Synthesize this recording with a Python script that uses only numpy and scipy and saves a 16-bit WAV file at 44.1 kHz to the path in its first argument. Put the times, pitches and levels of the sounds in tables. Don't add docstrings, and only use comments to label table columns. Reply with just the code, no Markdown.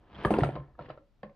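import sys
import numpy as np
from scipy import signal
from scipy.fft import rfft, irfft, next_fast_len
from scipy.io import wavfile

SR = 44100
rng = np.random.default_rng(int(sys.argv[2]) if len(sys.argv) > 2 else 0)


def attenuation_scalar(level_db):
    decades = np.asarray(level_db, float) / 20
    return 10 ** decades


def digitize_waveform(pressure):
    field = np.atleast_2d(pressure).T
    bounded = np.clip(field, -1, 1)
    quanta = np.round(bounded * 32767).astype(np.int16)
    wavfile.write(sys.argv[1], SR, quanta)


N = 59535
OPPOSITE = np.array([[1], [-1]])

# start_s, level_db
HANDLING = [
    (0, -65),
    (0.171, -58),
    (.7, -62),
    (.95, -61.5),
    (1.099, -83.5),
    (1.22, -67.5),
    (1.3, -66),
]
HANDLING_HZ, HANDLING_SIDE_DB = (28, 108), -19
# frequency_hz, density_db (per Hz)
FLOOR_SPECTRUM = [(15, -21), (34, -1), (80, -18), (200, -19), (560, -30), (1500, -38), (4500, -44.5),
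                  (9000, -59.5)]
FLOOR_DB, FLOOR_SIDE_DB = -69, -7

# start_s, level_db, brightness_db
ROLL_EFFORT = [(0, -73.5, -0.5), (.07, -66.5, -5.5), (.126, -65, 4.5), (.18, -58, 6), (0.223, -53, 5),
               (.29, -64, 8), (0.331, -41.5, -4.5), (.41, -39.5, -4), (.47, -43, -9.5), (.57, -55, -4.5),
               (0.649, -58.5, -12.5), (0.773, -72.5, -14), (.80, -57.5, -4.5), (.86, -58.5, -2.5),
               (.878, -63.5, -4), (.92, -63.5, -6), (1.05, -92.5, 0.5), (1.35, -73, -5.5)]
# frequency_hz, density_db (per Hz)
RUB_SPECTRUM = [(60, -1.5), (180, -4), (450, -7), (1000, -8.5), (1900, -17), (3100, -19.5), (4800, -32.5),
                (7000, -44)]
# pitch_hz, level_db, t60_s
CABINET_MODES = [(134.5, -4.5, 0.096), (213, -10, 0.18), (322.2, 0, 0.15), (400, -5.5, 0.12),
                 (460, -5.5, 0.056), (510.8, -3, .14), (590, -8, 0.2), (749.4, 1, 0.046),
                 (946, -4.5, 0.073), (1046.4, -7, 0.12), (1190, -10.5, 0.011), (1329, -2, 0.033),
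                 (1780, 2, 0.014), (2280, -11, 0.02)]
MODE_SPREAD_DB = 4.5
GRAINS_PER_S, GRAIN_SPREAD_DB, ROLL_DB, ROLL_BODY_DB = 1000, 1.5, 5, -7

# start_s, peak_db, pitch_hz, ring_share_db
TICKS = [(0.148, -55, 3250, 4), (.155, -58, 3270, 9.5), (.241, -40.5, 2500, -9), (0.2487, -34, 3155, -3),
         (.250, -48, 4700, 2.5), (0.3053, -33.5, 2720, -11), (0.339, -36.5, 2706, 2.5),
         (.361, -67, 3540, -7.5), (.385, -43.5, 4740, -1.5), (0.407, -39, 1826, 4.5),
         (.434, -28, 2958, -11), (0.489, -50.5, 2410, -0.5), (0.554, -43, 3010, -10.5),
         (0.79, -49.5, 1830, -6), (.810, -66.5, 3020, 1.5), (0.844, -61.5, 2950, -4), (0.863, -63, 2860, 3),
         (0.808, -59, 1900, 4.5), (.822, -75.5, 4270, 0), (0.856, -56.5, 1900, -2.5),
         (.890, -52.5, 2900, -10), (.896, -60, 4700, -3.5), (.904, -66, 4000, 5.5), (.904, -65, 4710, 1),
         (.904, -49.5, 2950, -3), (.975, -60.5, 2280, -9.5), (1.2311, -51, 1800, -4),
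         (1.2315, -57, 2600, -1), (1.2315, -64, 3160, 7), (1.231, -69.5, 4700, 5.5), (1.296, -67, 2100, 3)]
TICK_T60_S, TICK_CHATTER_S = 0.013, 0.0012
# frequency_hz, density_db (per Hz)
CRACK_SPECTRUM = [(500, -3), (2000, 0.5), (3200, -11), (4800, -17), (5400, -31), (7000, -42), (9000, -53)]
# level_db, t60_s
CRACK_FADES = [
    (-16.5, .012),
    (-7.5, 0.11),
]
SCATTER_DB, SCATTER_HZ = -2.5, 2500

# start_s, peak_db, pitch_hz, ring_t60_s, boom_db
THUDS = [(.186, -38, 184, 0.045, -48.5), (0.253, -20, 118, 0.063, -33), (0.274, -24, 187, 0.033, -46),
         (0.309, -22, 212.6, 0.15, -36), (0.334, -45.5, 200, 0.082, -40), (.370, -24, 235, 0.049, -40),
         (.395, -25, 304.5, 0.071, -57), (0.4191, -14, 136.8, 0.08, -32), (0.444, -24, 139.5, 0.22, -45.5),
         (0.471, -27, 124.3, 0.1, -50), (.524, -38.5, 145, 0.39, -48), (.561, -36, 144.5, 0.26, -39.5),
         (0.593, -37.5, 134, 0.11, -52.5), (0.617, -39.5, 140, 0.064, -58.5),
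         (0.805, -37, 148, 0.069, -62.5), (.857, -42, 125, 0.084, -58.5), (.900, -44, 136.8, 0.15, -54),
         (1.233, -39.5, 207, 0.14, -73.5), (1.262, -49.5, 158, 0.12, -74.5),
         (1.290, -59.5, 173, 0.11, -90.5)]
BOOM_HZ, BOOM_T60_S = 64, 0.23

# start_s, level_db, top_share_db
BUZZES = [
    (0.233, -77, -22.5),
    (0.2505, -64, 3),
    (0.305, -60.5, -5),
    (.339, -78.5, 2.5),
    (.386, -65, -22),
    (0.436, -64, -25),
    (0.486, -101, -15.5),
]
# frequency_hz, density_db (per Hz)
BUZZ_SPECTRUM = [(4500, -31.5), (6000, -5.5), (7400, -12.5), (8600, 0), (10000, -5), (11500, -14),
                 (13400, -18), (14800, -43)]
BUZZ_SNAP_DB, BUZZ_SNAP_T60_S, BUZZ_T60_S = 3.5, 0.02, 0.21
BUZZ_SIDE_DB, BUZZ_TOP_SIDE_DB = 0.5, 5
BUZZ_LOW_STOP_HZ, BUZZ_HIGH_STOP_HZ, BUZZ_RISE = 11300, 8600, 0.01

# start_s, peak_db, shell_pitch_hz, upper_shell_pitch_hz, cabinet_share_db
KNOCKS = [(.241, -32.5, 440, 953, -12.5), (0.2487, -10.5, 1190, 1673, -7), (.257, -26, 442, 1060, -37.5),
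          (0.277, -38.5, 308, 920, 5), (0.3057, -11.5, 727, 400, -5), (.316, -22.5, 550, 900, -19),
          (.338, -21.5, 937, 1410, 0), (.361, -27, 460, 940, -5), (.386, -15.5, 400, 747, -11),
          (0.4344, -11.5, 740, 1358, -16.5), (0.45, -25, 550, 1217, -11), (0.4892, -23, 641, 329, -16.5),
          (.554, -33, 400, 1210, -3), (.562, -32.5, 717, 1210, 2.5), (0.752, -51.5, 1250, 1720, -15),
          (0.782, -57, 400, 700, 8), (.791, -31, 690, 1332, -7), (.809, -37, 590, 1010, -23.5),
          (0.885, -41, 400, 1080, -5), (.900, -29, 616, 1316, -9.5), (0.9749, -40, 568, 1328, -12.5),
          (1.2315, -36.5, 564, 787, -1), (1.2358, -41.5, 590, 1120, -17), (1.293, -54.5, 560, 1120, -2)]
SHELL_T60_S, UPPER_DB, UPPER_T60_S = 0.014, -3.5, 0.022
CONTACT_S, CHATTER_S, SHELL_LOW_HZ = 0.00044, 0.0029, 110

# start_s, peak_db, pitch_hz, t60_s
RINGS = [(.251, -21.5, 400, 0.04), (0.2539, -29, 1220, 0.034), (.256, -20, 920, 0.029),
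         (.263, -36, 324, 0.044), (0.272, -27, 1190, 0.063), (0.271, -35.5, 1570, 0.045),
         (.314, -25, 315, .04), (.322, -32, 755, 0.066), (.333, -20, 528, 0.082), (.339, -28, 1330, .03),
         (.344, -25, 929, 0.092), (.361, -28, 968, 0.061), (.376, -22.5, 464, .04),
         (.3865, -12.5, 400, 0.032), (.399, -19, 329, 0.043), (.404, -36, 550, 0.068),
         (.441, -24.5, 349, .06), (.438, -22, 775, 0.034), (0.451, -42.5, 1175, 0.035),
         (.461, -27, 590, .05), (.500, -31.5, 760, 0.057), (.562, -34.5, 760, 0.032),
         (.570, -32, 312, 0.064), (.572, -34.5, 590, 0.086), (.608, -43, 328, 0.091),
         (0.796, -41, 1330, .04), (.818, -39, 616, .05), (.822, -65.5, 4270, 0.1),
         (.858, -49.5, 1850, 0.041), (.908, -44, 590, 0.095), (0.909, -47.5, 1300, 0.036),
         (.926, -43, 590, .06), (0.931, -54, 336, 0.2), (.977, -52, 603, 0.074), (0.983, -50, 1337, 0.035),
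         (0.991, -52.5, 305, 0.22), (1.025, -57, 567, 0.18), (1.232, -39.5, 575, 0.051),
         (1.231, -42.5, 1072, .11), (1.232, -49.5, 1097, .15), (1.233, -42.5, 1806, .04),
         (1.246, -41.5, 590, .06), (1.259, -39.5, 557, 0.11), (1.302, -50.5, 577, 0.092)]
RING_DB, RING_DAMPING, RING_CHATTER_S = -7.5, 0.61, 0.0011

ROOM_T60_S, WALL_CUT_HZ, ROOM_DB, ROOM_SIDE_DB = 0.3, 2230, -18, -5
PORT_LAG_S, PORT_ECHO_S, PORT_ECHO_DB, PORT_ECHO_HZ = 0.00003, 0.0011, -3.5, 5050
SWAY_DB, SWAY_HZ = -16.5, 65
MIC_LOW_HZ, MIC_TOP_HZ = 50, 5340


def rms_one(x):
    return x / np.sqrt(np.mean(x ** 2) + 1e-20)


def butterworth(x, order, hz, kind="low"):
    return signal.sosfilt(signal.butter(order, hz, kind, fs=SR, output="sos"), x)


def train(s, gains):
    out = np.zeros(N)
    places = np.clip((np.asarray(s) * SR).astype(int), 0, N - 1)
    np.add.at(out, places, gains)
    return out


def ring(clicks, hz, t60):
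    r = attenuation_scalar(-60 / (t60 * SR))
    w = 2 * np.pi * hz / SR
    return signal.lfilter([0, np.sin(w)], [1, -2 * r * np.cos(w), r * r], clicks + 1e-18)


def swell(clicks, hz, t60, chatter_s):
    chatter = ring(clicks, hz, chatter_s * 3)
    return ring(chatter, hz, t60) * 8 / (chatter_s * SR)


def fading(s, db, t60):
    return signal.lfilter([1], [1, -attenuation_scalar(-60 / (t60 * SR))], train(s, attenuation_scalar(db)))


def colour(x, spectrum):
    hz = np.maximum(np.arange(N // 2 + 1) * SR / N, 1)
    f, db = np.transpose(spectrum)
    gain = attenuation_scalar(np.interp(np.log(hz), np.log(f), db))
    return rms_one(irfft(rfft(x) * gain, N))


def struck(s, db, modes):
    luck = rng.standard_normal((len(s), len(modes), 2))
    out = 0
    for k, (hz, level_db, t60) in enumerate(modes):
        gains = attenuation_scalar(db + level_db + MODE_SPREAD_DB * luck[:, k, 0]) * np.sign(luck[:, k, 1])
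        out = out + ring(train(s, gains), hz, t60)
    return out


def handling():
    s, db = np.transpose(HANDLING)
    noise = butterworth(rng.standard_normal((2, N + SR)), 2, HANDLING_HZ, "band")
    mid, side = rms_one(noise)[:, SR:]
    effort = attenuation_scalar(np.interp(np.arange(N) / SR, s, db))
    return effort * (mid + attenuation_scalar(HANDLING_SIDE_DB) * side * OPPOSITE)


def floor():
    mid, side = (colour(w, FLOOR_SPECTRUM) for w in rng.standard_normal((2, N)))
    return attenuation_scalar(FLOOR_DB) * (mid + attenuation_scalar(FLOOR_SIDE_DB) * side * OPPOSITE)


def rolling():
    s, db, bright_db = np.transpose(ROLL_EFFORT)
    t = np.arange(N) / SR
    sizes = attenuation_scalar(GRAIN_SPREAD_DB * np.minimum(rng.exponential(1, N), 5)) * rng.choice([-1, 1], N)
    happens = rng.random(N) < GRAINS_PER_S / SR
    grains = sizes * happens + 0.11 * rng.standard_normal(N)
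    dealt = rng.integers(0, 3, N)
    body = 0
    for k, (hz, level_db, t60) in enumerate(CABINET_MODES):
        body = body + attenuation_scalar(level_db) * ring(grains * (dealt == k % 3), hz, t60)
    direct = attenuation_scalar(np.interp(t, s, bright_db)) * colour(grains, RUB_SPECTRUM)
    return attenuation_scalar(np.interp(t, s, db) + ROLL_DB) * (direct + attenuation_scalar(ROLL_BODY_DB) * rms_one(body))


def ticks():
    s, db, _, _ = np.transpose(TICKS)
    high_rings = sum(swell(train([t], attenuation_scalar(d + share)), f, TICK_T60_S, TICK_CHATTER_S)
                     for t, d, f, share in TICKS)
    fade = sum(fading(s, db + level_db, t60) for level_db, t60 in CRACK_FADES)
    mid, side = (fade * colour(w, CRACK_SPECTRUM) for w in rng.standard_normal((2, N)))
    scattered = attenuation_scalar(SCATTER_DB) * butterworth(side, 1, SCATTER_HZ, "high")
    return high_rings + mid, scattered * OPPOSITE


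def thuds():
    s, _, _, _, boom_db = np.transpose(THUDS)
    panel = sum(ring(train([t], attenuation_scalar(d)), f, t60) for t, d, f, t60, _ in THUDS)
    boom = ring(train(s, attenuation_scalar(boom_db)), BOOM_HZ, BOOM_T60_S)
    return butterworth(panel + boom, 2, 500)


def buzz():
    s, db, top_db = np.transpose(BUZZES)
    mid, side = (colour(w, BUZZ_SPECTRUM) for w in rng.standard_normal((2, N)))
    bands = [("low", BUZZ_LOW_STOP_HZ, db, BUZZ_T60_S, BUZZ_SIDE_DB),
             ("high", BUZZ_HIGH_STOP_HZ, db + top_db, BUZZ_T60_S * 0.9, BUZZ_TOP_SIDE_DB)]
    out = 0
    for kind, stop_hz, level_db, t60, side_db in bands:
        snap = fading(s, level_db + BUZZ_SNAP_DB, BUZZ_SNAP_T60_S)
        fade = signal.lfilter([BUZZ_RISE], [1, BUZZ_RISE - 1], fading(s, level_db, t60) + snap)
        both = (mid + attenuation_scalar(side_db) * side * OPPOSITE) * fade
        split = signal.cheby2(10, 50, stop_hz, kind, fs=SR, output="sos")
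        out = out + signal.sosfilt(split, both)
    return out


def knocks():
    s, db, _, _, box_db = np.transpose(KNOCKS)
    shell = 0
    for start, d, hz, upper_hz, _ in KNOCKS:
        lower = swell(train([start], attenuation_scalar(d - 1.5)), hz, SHELL_T60_S, CHATTER_S)
        upper = swell(train([start], attenuation_scalar(d - 3.5 + UPPER_DB)), upper_hz, UPPER_T60_S, CHATTER_S)
        shell = shell + lower - upper
    cabinet = struck(s, db + box_db - 9.5, CABINET_MODES)
    t = np.arange(200) / SR / CONTACT_S
    contact = t * np.exp(-4 * t)
    body = signal.lfilter(contact / contact.sum(), [1], shell + cabinet)
    return butterworth(body, 2, SHELL_LOW_HZ, "high")


def rings():
    return sum(swell(train([t], attenuation_scalar(d + RING_DB)), f, t60 * RING_DAMPING, RING_CHATTER_S)
               for t, d, f, t60 in RINGS)


def room(x):
    size = next_fast_len(N + SR)
    turn = -2j * np.pi * np.arange(size // 2 + 1) / size
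    z = np.exp(turn)
    dull = np.exp(-2 * np.pi * WALL_CUT_HZ / SR)
    wet = np.zeros((2, len(z)), complex)
    lags = (rng.uniform(0.008, 0.045, 28) * SR).astype(int)
    for k, lag in enumerate(lags):
        loss = attenuation_scalar(-60 * lag / SR / ROOM_T60_S)
        loop = loss * (1 - dull) / (1 - dull * z) * np.exp(lag * turn)
        wet[k % 2] += loop / (1 - loop) * (-1) ** (k // 2)
    mid = wet[0]
    side = wet[1] * (1 - z ** 6) * attenuation_scalar(ROOM_SIDE_DB)
    return irfft(rfft(x, size) * np.array([mid + side, mid - side]), size)[:, :N]


def ports(x):
    n = np.arange(N)
    delayed = np.interp(n - PORT_ECHO_S * SR, n, x)
    echo = attenuation_scalar(PORT_ECHO_DB) * butterworth(delayed, 1, PORT_ECHO_HZ, "high")
    sway = attenuation_scalar(SWAY_DB) * butterworth(x, 2, SWAY_HZ)
    lagging = np.interp(n - PORT_LAG_S * SR, n, x)
    return np.array([x + echo + sway, lagging - echo - sway])


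def scene():
    hard, scattered = ticks()
    toy = rolling() + hard + thuds() + knocks() + rings()
    heard = ports(toy) + scattered + attenuation_scalar(ROOM_DB) * room(toy)
    near = butterworth(heard, 4, [MIC_LOW_HZ, MIC_TOP_HZ], "band")
    return handling() + floor() + near + buzz()


def band_limit(x):
    return signal.sosfilt(signal.butter(12, 14900, fs=SR, output="sos"), x)


def record(dry):
    return band_limit(dry)


dry = scene()
out = record(dry)
digitize_waveform(out)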